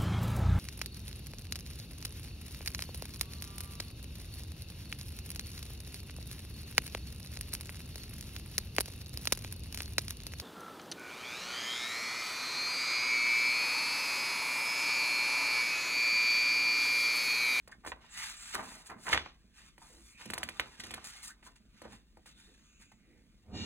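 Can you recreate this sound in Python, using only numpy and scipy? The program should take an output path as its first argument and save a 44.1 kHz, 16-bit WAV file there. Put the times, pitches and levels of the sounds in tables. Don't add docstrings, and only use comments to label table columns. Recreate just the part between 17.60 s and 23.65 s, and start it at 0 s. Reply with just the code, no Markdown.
import sys
import numpy as np
from scipy import signal
from scipy.fft import rfft, irfft
from scipy.io import wavfile

SR = 44100
rng = np.random.default_rng(int(sys.argv[2]) if len(sys.argv) > 2 else 0)


def store_pcm(level_fs):
    pcm = np.round(np.clip(level_fs, -1, 1) * 32767).astype(np.int16)
    wavfile.write(sys.argv[1], SR, np.atleast_2d(pcm).T)


N = 266805
TIME = np.arange(N) / SR

# (start [s], time to reach full speed [s], time it runs on [s], rub level [dB], fibre fizz level [dB])
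SLIDES = [ (0.112, 0.0061, 0.0058, -53, -55), (0.255, 0.026, 0.011, -47, -43.5),
          (0.39, .04, 0.18, -58, -67.5), (0.473, 0.17, 0.062, -39.5, -40.5), (0.69, 0.23, .065, -46.5, -46),
          (0.91, 0.031, 0.018, -40, -44), (1.022, 0.023, 0.17, -51, -49.5),
          (1.235, 0.038, 0.012, -54.5, -48), (1.356, 0.16, 0.021, -50.5, -45.5),
          (1.485, 0.048, 0.059, -33, -56), (1.58, 0.069, 0.051, -49.5, -85),
          (1.909, 0.092, 0.078, -56, -59.5), (2.16, 0.085, 0.16, -61.5, -57.5),
          (2.35, 0.13, 0.048, -62, -55.5), (2.56, 0.056, 0.028, -48.5, -52.5),
          (2.66, 0.038, 0.69, -55, -59), (2.991, 0.019, 0.058, -50.5, -84), (3.119, 0.17, 0.31, -53.5, -62),
          (3.437, 0.013, 0.057, -49, -43.5), (3.5, 0.044, 0.084, -52.5, -53.5),
          (3.619, 0.013, 0.069, -49.5, -42), (3.814, 0.059, 0.0054, -56.5, -55.5),
          (3.951, 0.013, 0.0061, -57.5, -59.5), (4.06, 0.19, 0.065, -59, -67),
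          (4.274, 0.052, 0.034, -56, -58.5), (4.656, 0.004, 0.058, -56.5, -57.5),
          (4.721, 0.083, 0.071, -60.5, -60.5), (4.87, 0.05, 0.19, -66, -70),
          (5.181, 0.047, 0.0049, -57.5, -56.5)]
# (time [s], crack level [dB], thud level [dB], edge scrape level [dB],
#  share of the crack in its first pulse [0-1], nominal centre of the crack [Hz])
SNAPS = [ (0.076, -25.5, -29.5, -24.5, 0.75, 1620), (0.249, -17.5, -26, -28.5, 0.45, 1140),
         (0.263, -15.5, -19, -26, 0.8, 1410), (0.2748, -13.5, -17, -24, 0.6, 1780),
         (0.319, -8, -20.5, -51, 0.46, 1480), (0.9462, -11, -16.5, -5, 0.3, 1940),
         (0.9535, -5, -38, -32, 0.4, 1420), (1.299, -18, -33.5, -26, 0.3, 1200),
         (1.4675, -9, -39.5, -23, 0.1, 1500), (1.482, -8, -27.5, -27, 0.16, 1550),
         (1.495, -10, -17, -26, 0.1, 1550), (1.5197, -11, -10.5, -13, 0.8, 1638),
         (1.5295, 1.5, -24, -33, 0.7, 2200), (1.5318, 5.5, -4, -6, 0.3, 2040),
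         (1.5464, -0.5, -11.5, -18, 0.8, 1601), (1.5578, -9, -11, -24, 0.6, 1530),
         (1.5763, 1.5, -22, -37, 0.92, 1930), (1.6617, -16, -22.5, -60, 0.73, 1424),
         (2.18, -28.5, -34, -32.5, 0.67, 1680), (2.6563, -21.5, -24, -18.5, 0, 2550),
         (2.702, -11.5, -15.5, -12, 0.9, 1930), (2.7357, -8, -19, -7, 1, 2010),
         (2.7794, -10, -18, -9, 1, 1840), (2.8317, -4.5, -18.5, -8.5, 0.91, 2300),
         (2.889, -9, -22.5, -15, 0.78, 2330), (2.9974, 1.5, -15.5, -11, 0.95, 2200),
         (3.2013, -13, -37, -17.5, 0.35, 2700), (3.2367, -16.5, -25, -16.5, 0.3, 2500),
         (3.2663, -21, -26, -23, 0.4, 2520), (3.3081, -16.5, -21.5, -16, 0.5, 2610),
         (3.339, -12, -20, -11, 0.15, 2320), (3.3794, -16.5, -27.5, -40, 0.4, 1240),
         (3.4424, -22.5, -46, -19, 0.2, 2210), (3.8271, -29, -39, -55.5, 0, 1600),
         (4.2179, -24.5, -23, -25.5, 0.65, 1444), (4.2526, -25, -16, -56, 0.4, 1024),
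         (4.5706, -33, -27, -40, 0.1, 1095), (4.659, -29.5, -38, -31.5, 0.47, 1300),
         (5.3173, -30.5, -42, -35, 0.07, 1695)]
# (start [s], length [s], level [dB])
BENDS = [(0.064, 0.072, -55.5), (0.228, 0.045, -45), (0.326, 0.41, -57.5), (0.93, 0.033, -34.5),
         (0.969, 0.065, -34), (1.007, 0.34, -49), (1.283, 0.05, -38), (1.448, .14, -33.5), (2.2, 0.19, -59),
         (2.588, 0.023, -48.5), (2.718, 0.3, -46), (3, 0.11, -48), (3.23, 0.58, -57.5), (3.345, 0.031, -49),
         (3.85, 0.016, -49.5), (4.218, 0.076, -50), (4.308, 0.018, -52)]
# (start [s], length [s], level [dB])
CRINKLES = [(0.581, 0.37, -58.5), (1.481, 0.081, -40.5), (2.627, 0.26, -54), (3.19, 0.14, -50.5),
            (3.424, 0.23, -56.5)]
# (start [s], length [s], from [Hz], to [Hz], level [dB])
SINGS = [(0.116, 0.017, 1640, 1630, -43), (0.49, 0.084, 7900, 6660, -51.5),
         (0.539, 0.13, 1840, 2380, -43.5), (0.708, 0.27, 7700, 7400, -50), (2.204, 0.033, 970, 875, -58),
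         (2.277, 0.16, 497, 217, -60.5), (2.442, 0.41, 2240, 2830, -57.5), (3.38, 0.11, 900, 740, -65),
         (3.683, 0.048, 1250, 1780, -47.5), (3.863, 0.036, 1210, 1510, -57), (4.663, 0.29, 3280, 3940, -64),
         (4.857, 0.57, 6300, 7140, -68), (4.867, 0.065, 300, 357, -61.5), (5.017, 0.37, 2730, 2410, -67.5),
         (5.197, 0.05, 2310, 1790, -62), (5.331, 0.34, 2130, 2100, -70.5), (5.4, 0.25, 240, 401, -65)]
# (time [s], air push level [dB], swish level [dB])
FAN = [(5.82, -74, -97), (5.888, -51.5, -82), (5.954, -38, -37.5), (6.05, -45, -34)]
# (start [s], length [s], level [dB])
SHOVES = [(0.95, 0.2, -57), (1.293, 0.13, -57.5), (1.464, 0.05, -49.5), (2.626, 0.32, -53),
          (2.979, 0.073, -58), (3.162, 0.26, -54), (4.2, 0.23, -58.5)]

# (frequency [Hz], relative level [dB per Hz])
RUB_COLOUR = [(150, -21), (500, -34.5), (900, -10), (1400, -2.5), (2100, -2.5), (3000, -3.5), (4200, -6),
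              (6000, -11), (10000, -46)]
FIZZ_COLOUR = [(2500, -47), (4500, 0.5), (6000, 1), (7400, 4.5), (9000, 2), (11000, 0), (13000, -3),
               (16000, -13)]
CRACK_COLOUR = [(100, -35), (400, -14), (750, -5.5), (1150, 4.5), (1900, 4.5), (2600, 2.5), (3600, -3),
                (4700, -9.5), (6500, -16.5), (15000, -42)]
THUD_COLOUR = [(25, -29), (70, 3), (160, -15.5), (330, -0.5), (600, -5.5), (1000, -11.5), (7000, -70.5)]
SCRAPE_COLOUR = [(2000, -36), (4200, 7.5), (6200, 2), (9000, 2.5), (12500, 5), (16000, -13)]
BEND_COLOUR = [(30, -35), (70, -23), (150, -10), (320, -11.5), (550, -7.5), (1000, 1.5), (1450, -2.5),
               (2000, -6.5), (3300, -25), (6000, -30.5), (14000, -34)]
CRINKLE_COLOUR = [(200, -10.5), (700, 7), (2400, 1.5), (5000, 12), (12000, -2), (16000, -20.5)]
PUFF_COLOUR = [(20, -17), (55, -1), (120, -2.5), (260, -4.5), (400, -17), (600, -15), (1000, -23.5),
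               (10000, -72)]
SWISH_COLOUR = [(400, -28), (1300, -6.5), (2100, -2.5), (4300, 1), (5400, -2), (6700, -11), (8500, -18.5),
                (14000, -33)]
HANDLING_COLOUR = [(25, -40.0), (120, 0.5), (230, 4.5), (320, -6.5), (450, -11.0), (650, -12.5),
                   (1000, -41.0), (4000, -68)]
# (frequency [Hz], relative level [dB per Hz])
NEARBY_COLOUR = [(100, -12), (600, -4), (1500, -3), (3300, -2), (4300, -6), (5500, -13), (16000, -15)]
AIR_COLOUR = [(22, -38), (45, 9), (77, -9), (160, -12), (350, -19.5), (750, -46.5), (2200, -40.5),
              (4800, -35.5), (10000, -40.5), (16000, -41.5)]

# (frequency [Hz], relative level [dB])
PAGE_MODES = [(464, -0.5), (700, 2), (840, 1), (1030, 5), (1240, -13)]
# (frequency [Hz], relative level [dB])
FAN_MODES = [(2304, -5), (2837, -1), (3219, -5), (3698, -4), (4231, -6), (4743, -6), (5136, -13),
             (6078, -9), (6761, -9), (7671, -14)]
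# (frequency [Hz], relative level [dB])
THUMP_MODES = [(115, -2.5), (227, -2), (404, -7.5)]

# (frequency [Hz], time to fall 60 dB [s])
ROOM_DECAY = [(100, 0.36), (400, 0.31), (1500, 0.11), (4000, 0.17), (8000, 0.062), (15000, 0.097)]
# (frequency [Hz], lead of the left port [rad])
PORT_PHASE = [(0, 0), (500, -.15), (2100, -.45), (3050, -2), (3400, -4.2), (3700, -4.7), (4200, -3.8),
              (5100, -3.1), (7700, -.1), (9000, .1), (12100, 3.1), (13300, 3.3), (15500, 6.2)]
# (frequency [Hz], left minus right [dB])
PORT_BALANCE = [(40, 2.5), (150, -4.5), (1000, -1.5), (2600, -3.5), (3700, 2), (5000, 1)]

SLIDE_SAG_DB, SLIDE_RELEASE_S = 5, 0.025
BEND_ATTACK_S, BEND_SAG_DB, BEND_RELEASE_S = 0.029, 18.5, 0.12
RING_SAG_DB = 14
SHOVE_ATTACK_S, SHOVE_SAG_DB, SHOVE_RELEASE_S = 0.042, 16, 0.09
COAST_SHARE = 0.55
TOUCH_RUB_DB, TOUCH_FIZZ_DB = -73.5, -79.5
DRAG_FLEX_DB = -22
HOLD_DB = -70.5
SING_WIDTH_HZ, SING_WIDTH_SHARE = 200, 0.16
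AIR_DB = -66
EDGE_HZ = 16000


def sliding():
    rub_level, fizz_level = slide_levels()
    slips = friction(per_s=1500, spread_db=3.2, grainy=0.75) * waver(rate_hz=45, depth_db=1.7)
    rub = gain_of(-0.5) * colour(slips * rub_level, RUB_COLOUR)
    fizz = gain_of(-0.2) * colour(slips * fizz_level, FIZZ_COLOUR)
    gap_hz = 1000 * waver(rate_hz=4, depth_db=2)
    return between_sheets(rub + fizz, gap_hz, echo=.4)


def slide_levels():
    rub_rows = [(s, rise, run, db) for s, rise, run, db, _ in SLIDES]
    fizz_rows = [(s, rise, run, db) for s, rise, run, _, db in SLIDES]
    rub = strokes(rub_rows, SLIDE_SAG_DB, SLIDE_RELEASE_S)
    fizz = strokes(fizz_rows, SLIDE_SAG_DB, SLIDE_RELEASE_S)
    return np.hypot(rub, gain_of(TOUCH_RUB_DB)), np.hypot(fizz, gain_of(TOUCH_FIZZ_DB))


def snapping(flutter_s=0.006, thud_s=0.012, scrape_s=0.0085, tick_share=0.082, usual_hz=1950):
    t = np.arange(SR // 12) / SR
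    cracks, thuds, scrapes = np.zeros((3, N))
    pulse = 1. * (t == 0)
    for s, crack_db, thud_db, scrape_db, sharp, hz in SNAPS:
        flutter_noise, thud_noise, scrape_noise = rng.standard_normal((3, len(t)))
        sharp = np.clip(sharp, 0, 1)
        tick = np.clip(sharp * tick_share, 0, 1)
        tone = np.array(CRACK_COLOUR) * [hz / usual_hz, 1]
        flutter = unit(colour(flutter_noise * np.exp(-t / flutter_s), tone))
        crack = np.sqrt(sharp) * colour(pulse, tone) + np.sqrt(1 - sharp) * flutter
        add(cracks, s, gain_of(crack_db) * crack)
        add(thuds, s, gain_of(thud_db) * unit(thud_noise * np.exp(-t / thud_s)))
        scrape = unit(scrape_noise / (1 + (t / scrape_s) ** 8))
        edge = np.sqrt(tick) * pulse + np.sqrt(1 - tick) * scrape
        edge = between_sheets(edge, rng.uniform(1300, 3200), echo=.42)
        add(scrapes, s, gain_of(scrape_db) * edge)
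    return (gain_of(0.65) * cracks + colour(thuds, THUD_COLOUR)
            + gain_of(-0.15) * colour(scrapes, SCRAPE_COLOUR))


def bending():
    buckles = friction(per_s=600, spread_db=4, grainy=0.92) * waver(rate_hz=45, depth_db=2.2)
    crumple = gain_of(-3.0) * colour(buckles * strain(BEND_SAG_DB), BEND_COLOUR)
    body = gain_of(-11.5) * ring(buckles * strain(RING_SAG_DB), PAGE_MODES, width_hz=68)
    gap_hz = 400 * waver(rate_hz=5, depth_db=2.5)
    return between_sheets(crumple, gap_hz, echo=.35) + body


def strain(sag_db):
    rows = [(s, BEND_ATTACK_S, length, db) for s, length, db in BENDS]
    bends = strokes(rows, sag_db, BEND_RELEASE_S)
    return np.hypot(bends, gain_of(DRAG_FLEX_DB) * slide_levels()[0])


def crinkling():
    rows = [(s, .01, length, db) for s, length, db in CRINKLES]
    curl = strokes(rows, sag_db=8.5, release_s=0.026)
    creases = friction(per_s=170, spread_db=4.5, grainy=1)
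    return colour(creases * curl, CRINKLE_COLOUR)


def singing():
    out = np.zeros(N)
    for start, length, from_hz, to_hz, db in SINGS:
        u = np.linspace(0, 1, round(max(length, .01) * SR))
        hz = from_hz + (to_hz - from_hz) * u
        width_hz = SING_WIDTH_HZ + SING_WIDTH_SHARE * from_hz
        note = rng.standard_normal(len(u))
        for _ in range(2):
            note = resonate(note, hz, width_hz)
        add(out, start, gain_of(db) * np.sin(np.pi * u) * evened(note))
    return out


def fanning():
    start, out = FAN[0][0], np.zeros(N)
    during = TIME >= start
    push, swish = np.array(levels(FAN))[:, during]
    gust, slips = rng.standard_normal((2, len(push))) * [push, swish]
    puff = gain_of(-2.5) * colour(gust, PUFF_COLOUR)[:len(gust)]
    thump = gain_of(-6.0) * ring(gust, THUMP_MODES, width_hz=41)[:len(gust)]
    lines = np.zeros(N)
    for hz, db in FAN_MODES:
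        line = np.sin(2 * np.pi * (hz * TIME + rng.random()))
        lines += gain_of(db) * line * waver(rate_hz=30, depth_db=3)
    buzz = gain_of(-10) * swish * evened(lines[during])
    rustle = between_sheets(colour(slips, SWISH_COLOUR), gap_hz=470, echo=.5, count=8)
    for part in (puff + thump, gain_of(-8.0) * rustle, buzz):
        add(out, start, part)
    return out


def handling():
    bumps = friction(per_s=30, spread_db=2.5, grainy=0.75) * pressure()
    return gain_of(1.5) * colour(bumps, HANDLING_COLOUR)


def pressure():
    rows = [(s, SHOVE_ATTACK_S, length, db) for s, length, db in SHOVES]
    shoves = strokes(rows, SHOVE_SAG_DB, SHOVE_RELEASE_S)
    return np.hypot(shoves, gain_of(HOLD_DB))


def rustling():
    return sliding() + singing() + crinkling() + bending() + handling() + fanning()


def strokes(rows, sag_db, release_s):
    power = np.zeros(N)
    for start, rise, run, db in rows:
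        rise, run = max(rise, .002), max(run, .002)
        stop_s = release_s + COAST_SHARE * rise
        t = np.arange(0, rise + run + 3 * stop_s, 1 / SR)
        speed = np.sin(np.pi / 2 * np.minimum(t / rise, 1)) ** 2
        sag = sag_db * np.clip((t - rise) / run, 0, 1)
        release = 20 * np.maximum(t - rise - run, 0) / stop_s
        add(power, start, (speed * gain_of(db - sag - release)) ** 2)
    return np.sqrt(power)


def friction(per_s, spread_db, grainy):
    at, slips = np.flatnonzero(rng.random(N) < per_s / SR), np.zeros(N)
    sizes = gain_of(spread_db * np.minimum(rng.exponential(1, N)[at], 3))
    slips[at] = np.sign(rng.random(N)[at] - .5) * sizes
    share = np.clip(grainy, 0, 1)
    return np.sqrt(share) * evened(slips) + np.sqrt(1 - share) * rng.standard_normal(N)


def waver(rate_hz, depth_db, size=128):
    t = TIME[::size]
    spectrum = rfft(rng.standard_normal(len(t)))
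    slow = irfft(spectrum / (1 + (np.fft.rfftfreq(len(t), size / SR) / rate_hz) ** 4), len(t))
    return np.interp(TIME, t, evened(gain_of(depth_db * evened(slow))))


def between_sheets(x, gap_hz, echo, count=4):
    echo, t = np.clip(echo, 0, .8), TIME[:len(x)]
    bounces = sum(echo ** k * np.interp(t - k / gap_hz, t, x) for k in range(count))
    return np.sqrt(1 - echo ** 2) * bounces


def resonate(x, hz, width_hz):
    turn = np.exp(2j * np.pi * np.cumsum(hz * np.ones(len(x))) / SR)
    r = np.exp(-np.pi * width_hz / SR)
    return 2 * (turn * signal.lfilter([1 - r], [1, -r], x / turn + 1e-18)).real


def ring(x, modes, width_hz):
    t = np.arange(SR // 6) / SR
    tones = sum(gain_of(db) * np.sin(2 * np.pi * hz * t) for hz, db in modes)
    return signal.oaconvolve(x, unit(tones * np.exp(-np.pi * width_hz * t)))[:N]


def colour(x, points, size=4096):
    log_gain = np.log(gain_of(read(points, abs(np.fft.fftfreq(size, 1 / SR)))))
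    taps = np.fft.ifft(np.exp(np.conj(signal.hilbert(log_gain)))).real[:size // 2]
    return signal.oaconvolve(x, unit(taps))[:N]


def gain_of(db):
    return 10 ** (np.asarray(db) / 20)


def evened(x):
    return x / np.sqrt(np.mean(x ** 2) + 1e-20)


def unit(x):
    return x / (np.linalg.norm(x) + 1e-20)


def read(points, hz):
    f, value = np.transpose(points)
    return np.interp(np.log(hz + 1), np.log(f + 1), value)


def levels(rows):
    s, *columns = np.transpose(rows)
    return [gain_of(np.interp(TIME, s, c)) for c in columns]


def add(mix, s, sound):
    part = mix[max(round(s * SR), 0):][:len(sound)]
    part += sound[:len(part)]


def ports(x):
    turn = np.exp(.5j * read(PORT_PHASE, np.fft.rfftfreq(N, 1 / SR)))
    return irfft(rfft(x) * np.array([turn, 1 / turn]), N)


def scatter(x, spread_s=0.0029):
    t = np.arange(SR // 50) / SR
    fade = np.exp(-t / spread_s)
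    paths = [unit(colour(rng.standard_normal(len(t)) * fade, NEARBY_COLOUR)) for _ in range(2)]
    return signal.fftconvolve(x[None], np.array(paths), axes=1)[:, :N]


def room(x, apart_hz=(500, 4500), gap_s=0.001):
    shape = (2, SR // 2)
    taps = rng.choice([-1., 1.], shape) * (rng.random(shape) < 3000 / SR)
    taps = taps * (np.arange(SR // 2) > gap_s * SR)
    hz, t, z = signal.stft(taps, SR, nperseg=256)
    z = z * gain_of(-60 * t / read(ROOM_DECAY, hz)[:, None])
    z[1] *= (hz / (hz + apart_hz[0]) / (1 + (hz / apart_hz[1]) ** 8))[:, None]
    tails = signal.istft(z, SR, nperseg=256)[1]
    mid, side = signal.fftconvolve(x[None], unit(tails), axes=1)[:, :N]
    return ports(mid) + np.array([side, -side])


def air():
    shared, left, right = (colour(rng.standard_normal(N), AIR_COLOUR) for _ in range(3))
    apart = gain_of(-10) * np.array([left, right])
    return gain_of(AIR_DB) * (ports(shared) + apart)


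def scene():
    rustle, snaps = rustling(), snapping()
    far_parts = np.array([colour(sliding() + bending(), NEARBY_COLOUR) for _ in range(2)])
    near = gain_of(-15) * far_parts + gain_of(-16) * scatter(snaps)
    walls = room(gain_of(-11.5) * rustle + gain_of(-15.0) * snaps)
    direct = ports(gain_of(-5.5) * rustle + gain_of(-5.0) * snaps)
    return direct + near + walls + air()


def record(dry):
    lean_db = read(PORT_BALANCE, np.fft.rfftfreq(N, 1 / SR)) / 2
    heard = irfft(rfft(dry) * gain_of([lean_db, -lean_db]), N)
    band_limit = signal.firwin(511, EDGE_HZ, window=("kaiser", 9), fs=SR)
    return signal.oaconvolve(heard, band_limit[None], "same")


dry = scene()
out = record(dry)
store_pcm(out)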